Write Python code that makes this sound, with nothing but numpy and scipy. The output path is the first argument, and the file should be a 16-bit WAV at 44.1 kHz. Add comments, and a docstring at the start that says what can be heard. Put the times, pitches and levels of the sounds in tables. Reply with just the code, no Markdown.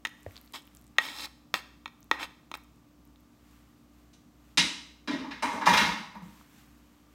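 """Kitchen, close microphone: over room hush and the beating hum of two motors, a knife starts tapping a board.
Wet meat ticks, and the board bumps the bowl twice as the blade scrapes diced chicken into it, until 2.6 s.
After a faint rustle, knife and board clatter into a sink across the room from 4.1 to 6.2 s; it rings on.
Struck wood and metal are decaying modes, scrapes are coloured noise, motors are steady sines,
and sparse random echoes make the room."""
import sys
import numpy as np
from scipy import signal
from scipy.fft import rfft, irfft, next_fast_len
from scipy.io import wavfile
from scipy.ndimage import uniform_filter1d

SR = 44100
rng = np.random.default_rng(int(sys.argv[2]) if len(sys.argv) > 2 else 0)


def waveform_to_disk(signal):
    """Save audio, clipped to [-1, 1], as 16-bit WAV at the path in sys.argv[1]."""
    frames = np.transpose(np.atleast_2d(signal))
    scaled = np.clip(frames, -1, 1) * 32767
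    samples = np.round(scaled).astype(np.int16)
    wavfile.write(sys.argv[1], SR, samples)


N = 315176

# All levels are relative. Spectra are scaled to rms 1 in use, so only their shape counts.
# Hum: multiples of each motor's turning rate (multiple, level/dB)
MOTOR_HZ, MOTOR_ORDERS = 59.3, [(1, -66), (2, -83), (4, -69), (5, -66), (19, -86), (20, -80)]
FAN_HZ, FAN_ORDERS = 61.49, [(1, -70), (2, -81), (3, -79)]
# a third faint tone (f/Hz, level/dB)
LOW_TONE = (68.72, -75)
IN_STEP_S = 0.358  # a moment when the two motors swing together
# spectrum of the room's hush (f/Hz, level/dB per Hz)
HUSH = [(15, -41.5), (25, -19), (59, -22.5), (108, -2), (285, -2.5), (344, -9), (416, -14), (641, -15),
        (936, -17.5), (1160, -17), (1650, -23.5), (3520, -27), (10400, -30.5), (12900, -34.5), (16000, -34)]
HUSH_DB = -62

# blade landing on the board; a flat landing wakes the low modes, a hard edge the high ones, the grip damps them
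# (t/s, level/dB, ring-time factor, low modes/dB per octave down, high modes/dB per octave up,
#  extra on the mode near PIVOT_HZ/dB)
TAPS = [(0.051, -13, 1, -8, 2, 3.5), (0.058, -20, 0.93, -1.5, -1.5, 9), (0.07, -28.5, 0.63, -17, 6, -5),
        (0.984, 0, 0.91, -2.5, -1.5, 5), (1.541, -3.5, 0.6, -3.7, 1.5, -0.5),
        (1.858, -16.5, 1, -2, -3.5, -7.5), (1.878, -34, 1, 1.5, 0.5, -3), (2.113, -4, 1, 1.4, -1.5, 3),
        (2.515, -26.5, 1, 5, 2.5, -6), (2.54, -17.5, 1, -0.5, -1.5, -16.5)]
PIVOT_HZ = 1870  # low modes lie under this, high modes over it
# colour of a tap (f/Hz, level/dB)
LANDING = [(400, -27.5), (910, -16), (1290, -19), (1870, -12.5), (2400, -18.5), (3600, -13), (6000, -23.5),
           (9000, -26)]
# modes of the hand-held board (f/Hz, level/dB, t60/s before a tap's ring-time factor)
BOARD = [(302, 0.5, 0.027), (558, -5.5, 0.023), (904, -5.5, .035), (1062, 4, 0.013), (1293, 5, 0.019),
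         (1889, -1.5, 0.029), (2254, -4.5, 0.029), (2470, 1, 0.016), (2700, -4.5, 0.022), (3240, -2, 0.012),
         (3643, -4, .02), (4090, -8.5, .025), (4766, -8, 0.0057), (5300, 0, 0.0064), (6510, 0, 0.01),
         (8800, -7, .012), (9200, 3, 0.0061)]

# decay of the kitchen's echoes (f/Hz, t60/s)
KITCHEN = [(100, 0.21), (260, 0.61), (700, 0.57), (1840, 0.58), (4850, 0.58), (9000, 0.53), (14000, 0.45)]

# sticky meat letting go, the clearest ticks (t/s, level/dB, f/Hz)
TICKS = [(0.0936, -50, 10500), (0.2318, -53, 7690), (0.3095, -53, 2200), (0.3205, -50, 13990),
         (0.3582, -46.5, 3465), (0.3666, -39.5, 4440), (0.3777, -43.5, 4033), (0.414, -45, 12180),
         (0.4614, -48, 15000), (0.4764, -54.5, 4340), (0.5239, -44, 10010), (0.671, -49, 14100),
         (0.676, -53.5, 2950), (0.7501, -43, 9890), (0.7645, -50.5, 14840), (0.7708, -45, 7490),
         (0.8137, -51.5, 11920), (0.8675, -51, 8580), (1.2384, -47, 4570), (2.0058, -47, 14830),
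         (2.0293, -49.5, 6500), (2.0435, -52, 11430), (2.5742, -42, 15000), (3.1593, -56.5, 3700),
         (3.2065, -57, 13060), (6.4122, -52, 1210)]
# stretches of faint ticks at random (from t/s, to t/s, how many)
FAINT_TICKS = [(0.15, 0.95, 18), (2.6, 3.3, 6)]
FAINT_DB, FAINT_SPREAD_DB, FAINT_LOW_HZ, FAINT_TOP_HZ = -57, 5, 7000, 15500
TICK_CYCLES = 2.0  # a tick dies by 1/e in this many cycles

# faint rustle of movement, one list a spell (t/s, level/dB)
RUSTLE = [
    [(0.12, -77), (0.17, -72), (0.36, -61.5), (0.41, -68.5), (0.62, -74), (0.75, -71), (0.95, -80)],
    [(2.66, -81.5), (2.9, -100), (3.32, -80), (3.522, -67), (3.86, -80.5), (3.992, -71.5), (4.268, -89),
     (4.454, -71), (4.55, -71)],
    [(6.22, -64.5), (6.39, -62.5), (6.476, -67), (6.594, -62), (6.7, -68.5), (7.074, -74), (7.14, -70.5)],
]
# spectra of its dull and its bright part (f/Hz, level/dB per Hz)
RUSTLE_COLOUR = [(300, -18), (1000, -0.5), (3000, -4.5), (5000, -11), (7000, -32)], [(3000, -33),
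                 (5500, 1.5), (9000, 3), (16000, -4.5)]
RUSTLE_BRIGHT_DB = -2.5  # the bright part against the dull part

# the board bumping the bowl (t/s, knock level/dB, boom level/dB)
THUDS = [(0.264, -24, -37), (1.54, -22, -69)]
KNOCK_HZ, SNAP_HZ, BOOM_HZ = 567.6, 1860, 95.77

# blade dragged over the wood, one list a stroke (t/s, grip on the grain level/dB, bite of the edge level/dB)
STROKES = [
    [(0.535, -62, -47.5), (0.541, -39, -46), (0.555, -43.5, -46), (0.61, -70, -67.5)],
    [(0.945, -87, -89.5), (0.963, -65, -76), (0.972, -56, -76.5)],
    [(0.995, -40, -55.5), (1.023, -45, -47.5), (1.053, -42, -44), (1.133, -50, -51.5), (1.185, -48.5, -46),
     (1.257, -43.5, -41.5), (1.275, -50, -77)],
    [(1.548, -28, -44.5), (1.558, -39.5, -45), (1.58, -45, -50.5), (1.61, -55, -62.5)],
    [(2.125, -41, -52), (2.183, -47, -67.5), (2.199, -37.5, -49.5), (2.22, -36.5, -44.5),
     (2.243, -35.5, -44.5), (2.265, -58, -63)],
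    [(2.544, -51, -56), (2.553, -46, -54), (2.562, -59, -80), (2.59, -60, -77.5)],
]
# for each stroke (wet hiss over the bite level/dB, squeal at start f/Hz, squeal at end f/Hz)
SLIDES = [(-3, 3450, 3200), (-10, 3700, 3550), (-4.5, 3300, 3900), (-2, 3700, 4400), (-6, 3500, 3400),
          (4.5, 3660, 4400)]
# spectra of the drag on the grain, the bite of the edge, the wet hiss (f/Hz, level/dB per Hz)
GRIP = [(180, -26.5), (300, -5), (405, -16), (871, -5), (1430, 1.5), (1600, -2.5), (2800, -7), (3640, -51),
        (6160, -120)]
BITE = [(1530, -34.5), (2600, -7.5), (3270, 2), (3510, -10.5), (3930, -7), (5650, 0.5), (8000, -19),
        (10400, -41.5), (17600, -120)]
HISS = [(5000, -28), (7500, -1.5), (10500, -5.5), (13500, -12.5), (16000, -12.5)]

# what sounds at the sink
# (name, noise band from f/Hz, to f/Hz, share of ringing 0-1, modes as (f/Hz, width/Hz, level/dB))
PARTS = [("board bending", 785, 1390, 1, [(847.5, 21, -8.5), (942.3, 66, 2), (1106.5, 62, -10)]),
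         ("board flapping", 370, 1030, 0.58, [(546, 35, -7.5), (639.5, 33, 0.5)]),
         ("board knocking", 1250, 2440, 0.31, [(1300, 31, -7.5), (1917, 17, -1.5), (2178, 45, 2.5),
         (2413, 40, -6)]), ("blade clashing", 2465, 5410, 0.13, [(3050, 53, -7), (4055, 200, 1.5)]),
         ("blade edge", 5800, 10000, .1, [(6200, 200, 0), (6900, 200, -2)]),
         ("grit", 10000, 15500, 0, [(12000, 900, 0)]), ("basin wall", 236, 370, 0.75, [(258.5, 49, -5),
         (299.3, 37, 1.5)]), ("basin floor", 151, 230, 1, [(178, 16, -2), (204.4, 18, -1.5)]),
         ("cabinet", 45, 120, 0.87, [(64.1, 6, -1), (96.6, 15, 0)])]
# blows at the sink (t of full force/s, board level/dB, blade level/dB, edge against blade level/dB,
#  grit against blade level/dB, basin wall level/dB, basin floor level/dB, rocking against blow level/dB)
BLOWS = [(4.136, -70, -56.5, 0, -18, -64.5, -72, -20), (4.578, -25.5, -14, -7, -30, -21.5, -25.5, -39),
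         (4.596, -63, -19, -12, -49, -57, -42, -45), (5.079, -33, -31.5, -18, -32, -19, -39, -8),
         (5.111, -33.5, -40.5, -11, -32, -27, -35, -6.5),
         (5.243, -35, -57, -11.5, -26.5, -40.5, -50.5, -15),
         (5.314, -39, -37.5, -20, -30, -53, -52.5, -12.5),
         (5.428, -18.5, -31.5, -3.5, -20, -30.5, -44.5, -6),
         (5.531, -29.5, -48.5, 0, -12.5, -25.5, -37.5, -8.5),
         (5.616, -23, -42, -12.5, -23, -45, -52.5, -7.5), (5.662, -23.5, -26, -8, -22, -39, -54.5, -9),
         (5.670, -7, -26, -5, -22, -26.5, -22.5, -24.5), (5.692, -27, -25.5, -7.5, -16, -24.5, -23.5, -15),
         (5.736, -15, -21.5, -10.5, -20.5, -34.5, -27, -11), (5.775, -20.5, -17, -11, -22, -43, -35, -17),
         (5.810, -19, -27.5, -17.5, -28, -29.5, -18.5, -7.5),
         (6.152, -37.5, -63.5, -5, -2.5, -48.5, -36.5, -10.5),
         (6.211, -53.5, -71.5, -7.5, -6, -46, -39, -17)]
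CONTACT_S, ROCK_S = 0.0023, 0.074  # a blow's contact and the rocking after it die by 1/e in these times
FLAP_DB, FLAP_SHARE = -10, 0.38  # flapping lies between board and basin wall
KNOCK_DB, KNOCK_SHARE = 0, 0.46  # knocking lies between board and blade
CABINET_DB, CABINET_SHARE = -8.5, 0.29  # the cabinet follows floor and wall of the basin

# the microphone: dips of its housing (f/Hz, level/dB)
MIC = [(6500, 0), (7500, -0.5), (8600, -3), (9700, -4.5), (10500, -6), (11500, 0.5), (12500, 1.5)]
EDGE_HZ = 15900  # top of its band


def gain_of(db):
    """Decibels to an amplitude factor."""
    return 10 ** (np.asarray(db) / 20)


def evened(x):
    """Scales to rms 1."""
    return x / np.sqrt(np.mean(x ** 2) + 1e-20)


def read(points, hz):
    """Reads a table along a log-frequency axis."""
    f, value = np.transpose(points)
    return np.interp(np.log(hz + 1), np.log(f + 1), value)


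def add(mix, s, sound):
    """Adds a sound from time s on."""
    part = mix[round(s * SR):][:len(sound)]
    part += sound[:len(part)]


def level(tables, column):
    """Smoothed gain curve of one column of some tables, silent outside them."""
    out, t = np.zeros(N), np.arange(N) / SR
    for rows in tables:
        s, db = np.transpose(rows)[[0, column]]
        out += gain_of(np.interp(t, s, db, -200, -200))
    return uniform_filter1d(out, 90)


def coloured(x, points):
    """Gives x a spectrum; white noise keeps its rms."""
    size = next_fast_len(len(x))
    gain = gain_of(read(points, np.fft.rfftfreq(size, 1 / SR)))
    return irfft(rfft(x, size) * evened(gain), size)[:len(x)]


def ring(modes):
    """Response of (Hz, width Hz, dB) resonances to one click, energy 1; a wider resonance dies faster."""
    t = np.arange(SR // 4) / SR
    out = np.zeros(len(t))
    for hz, width, db in modes:
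        decay = np.exp(-np.pi * width * t)
        out += gain_of(db) * np.sqrt(width) * decay * np.sin(2 * np.pi * hz * t)
    return out / np.linalg.norm(out)


def gritty(spread_db):
    """Noise whose loudness jumps from one millisecond to the next."""
    lumps = evened(uniform_filter1d(rng.standard_normal(N), 60))
    return evened(rng.standard_normal(N) * gain_of(spread_db * lumps))


def hum():
    """Motors sound at multiples of their turning rates; close rates beat."""
    t = np.arange(N) / SR - IN_STEP_S
    tones = [(k * MOTOR_HZ, db) for k, db in MOTOR_ORDERS]
    tones += [(k * FAN_HZ, db) for k, db in FAN_ORDERS]
    tones.append(LOW_TONE)
    return sum(np.sqrt(2) * gain_of(db) * np.cos(2 * np.pi * hz * t) for hz, db in tones)


def hush():
    """The room at rest: steady noise, mostly low."""
    return gain_of(HUSH_DB) * coloured(rng.standard_normal(N), HUSH)


def taps():
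    """Each tap rings the board's modes, swelling over the contact, along with a crack of noise."""
    out, t = np.zeros(N), np.arange(3500) / SR
    hz, mode_db, t60 = np.transpose(BOARD)[:, :, None]
    octaves = np.log2(hz / PIVOT_HZ)
    for s, db, ring_time, low_db, high_db, pivot_db in TAPS:
        phase = rng.random(hz.shape)
        crack = uniform_filter1d(rng.standard_normal(len(t)), size=4) * np.exp(-t / 0.0035)
        tilt_db = np.where(octaves < 0, -low_db, high_db) * octaves
        spot_db = read(LANDING, hz) + tilt_db + pivot_db * (abs(octaves) < 1 / 20)
        height = gain_of(db + spot_db + mode_db - 60 * t / (t60 * ring_time))
        rings = (height * np.sin(2 * np.pi * (hz * t + phase))).sum(0)
        rings *= 1 - np.exp(-t / 0.00029)
        # the crack is as strong as the tap's drive on the highest mode, plus 8 dB
        add(out, s, gain_of(3) * rings + gain_of(db + spot_db[-1] + 8) * crack)
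    # a small board radiates no bass
    return signal.sosfilt(signal.butter(2, 220, "high", fs=SR, output="sos"), out)


def room(x, delay_s, build_s, early):
    """Sparse echoes of random sign, each band dying at its own speed.

    Three random echo sets fade in and out in turn, so no single echo pattern colours every sound.
    """
    out, turn = np.zeros(N), 2 * np.pi * 5.5 * np.arange(N) / SR
    age = np.arange(SR) / SR
    for k in range(3):
        echoes, at = np.zeros(SR), np.arange(0, SR - 8, 8)
        echoes[at + rng.integers(0, 8, len(at))] = rng.choice([-1., 1.], len(at))
        # nearby surfaces answer first and loudest
        echoes *= (1 - np.exp(-age / build_s)) * (1 + early * np.exp(-age / 0.015))
        hz, t, bands = signal.stft(echoes, SR, nperseg=512)
        bands = bands * gain_of(-60 * t / read(KITCHEN, hz)[:, None])
        tail = signal.istft(bands, SR, nperseg=512)[1]
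        tail = np.r_[np.zeros(round(delay_s * SR)), tail / np.linalg.norm(tail)]
        share = np.sqrt(2 / 3) * np.cos(turn + k * 2 * np.pi / 3)
        out += signal.fftconvolve(x * share, tail)[:N]
    return out


def ticks():
    """Each tick is a few fast-dying cycles; the faint ones fall at random."""
    out, t, rows = np.zeros(N), np.arange(400) / SR, list(TICKS)
    for start, end, many in FAINT_TICKS:
        for when, size, pitch in rng.random((many, 3)):
            s = start + (end - start) * when
            db = FAINT_DB + FAINT_SPREAD_DB * (2 * size - 1)
            rows.append((s, db, FAINT_LOW_HZ + (FAINT_TOP_HZ - FAINT_LOW_HZ) * pitch))
    for s, db, hz in rows:
        add(out, s, gain_of(db + 10.0) * np.sin(2 * np.pi * hz * t) * np.exp(-t * hz / TICK_CYCLES))
    return out


def rustle():
    """Movement rubs: a dull and a bright uneven noise swell together."""
    dull, bright = (coloured(gritty(1.4), part) for part in RUSTLE_COLOUR)
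    return level(RUSTLE, column=1) * (dull + gain_of(RUSTLE_BRIGHT_DB) * bright)


def thuds():
    """A dull knock with a small snap, with the low boom of the counter, slower to swell and die."""
    out, t = np.zeros(N), np.arange(5000) / SR
    for s, knock_db, boom_db in THUDS:
        knock = np.sin(2 * np.pi * KNOCK_HZ * t) * t / 0.0019 * np.exp(1 - t / 0.0011)
        snap = 0.2 * np.sin(2 * np.pi * SNAP_HZ * t) * np.exp(-t / 0.002)
        boom = np.sin(2 * np.pi * BOOM_HZ * t) * t / 0.012 * np.exp(1 - t / 0.0099)
        add(out, s, gain_of(knock_db) * (knock + snap) + gain_of(boom_db) * boom)
    return out


def strokes():
    """The edge catches on the grain and drives the damped board, squeals broadly, and juice hisses under it."""
    # width 2.2 / t60, and a fifth more for damping; all modes equally strong
    board = ring([(hz, 2.2 / t60 * 1.2, 0) for hz, _, t60 in BOARD])
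    grit = gritty(3.5)
    drag = 0.9 * signal.oaconvolve(grit, board)[:N] + 0.45 * grit
    # the squeal is a resonance that moves: noise shifted down, low-passed, shifted back up
    ends_s = [rows[k][0] for rows in STROKES for k in (0, -1)]
    hz = np.interp(np.arange(N) / SR, ends_s, np.array(SLIDES)[:, 1:].ravel())
    turn = np.exp(2j * np.pi * np.cumsum(hz) / SR)
    squeal = (turn * signal.lfilter(*signal.butter(2, 450, fs=SR), grit / turn)).real
    bite = 1.1 * evened(coloured(drag, BITE)) + evened(squeal)
    grip = evened(coloured(drag, GRIP))
    wet_level = sum(gain_of(slide[0]) * level([rows], column=2) for rows, slide in zip(STROKES, SLIDES))
    wet = wet_level * coloured(gritty(1.6), HISS)
    return level(STROKES, column=1) * grip + level(STROKES, column=2) * bite + wet


def shared_out(board_db, blade_db, edge_db, grit_db, wall_db, floor_db):
    """How hard one blow drives each of PARTS, in dB."""
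    flap_db = FLAP_DB + board_db + FLAP_SHARE * (wall_db - board_db)
    knock_db = KNOCK_DB + board_db + KNOCK_SHARE * (blade_db - board_db)
    cabinet_db = floor_db + CABINET_DB + CABINET_SHARE * (wall_db - floor_db)
    return np.array([board_db, flap_db, knock_db, blade_db, blade_db + edge_db, blade_db + grit_db,
                     wall_db, floor_db, cabinet_db])


def sink():
    """Blows (one sharp click, a rough contact, then a looser rocking) drive every part; each rings and rasps."""
    build_s = 0.004  # the echoes take this long to pile up, so a blow starts this much early
    t = np.arange(SR // 2) / SR
    pushes, clicks = np.zeros((len(PARTS), N)), np.zeros((len(PARTS), N))
    for s, *force, rock_db in BLOWS:
        drive_db = shared_out(*force)
        clicks[:, round((s - build_s) * SR)] += gain_of(drive_db + 21.5)
        push = np.exp(-t / CONTACT_S) + gain_of(rock_db) * np.exp(-t / ROCK_S)
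        for row, part_db in zip(pushes, drive_db):
            add(row, s - build_s, gain_of(part_db - 6) * push)
    out = np.zeros(N)
    shakes = pushes * gritty(3.5) + clicks
    for shake, (_, low_hz, high_hz, ringing, modes) in zip(shakes, PARTS):
        rung = np.sqrt(ringing) * signal.oaconvolve(shake, ring(modes))[:N]
        # a narrow band passes less noise, so its rasp is raised to match
        rasp = np.sqrt((1 - ringing) * SR / 2 / (high_hz - low_hz)) * shake
        band = signal.butter(4, [low_hz, high_hz], "band", fs=SR, output="sos")
        out += signal.sosfilt(band, rung + rasp)
    return out


def scene():
    """Near sounds are mostly direct, the sink across the kitchen nearly all echo."""
    near = taps() + ticks() + thuds() + strokes()
    far = sink()
    near_echo = gain_of(-14.5) * room(near, delay_s=0.0047, build_s=0.0011, early=1.0)
    far_echo = gain_of(1) * room(far, delay_s=0, build_s=0.0031, early=2.25)
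    background = hum() + hush() + rustle()
    return (near + near_echo + gain_of(-12.5) * far + far_echo + background)[None]


def record(dry):
    """The microphone's colour, then the band limit."""
    heard = coloured(dry[0], MIC)[None]
    lowpass = signal.firwin(511, EDGE_HZ, window=("kaiser", 9), fs=SR)
    return signal.oaconvolve(heard, lowpass[None], "same")


dry = scene()
out = record(dry)
waveform_to_disk(out)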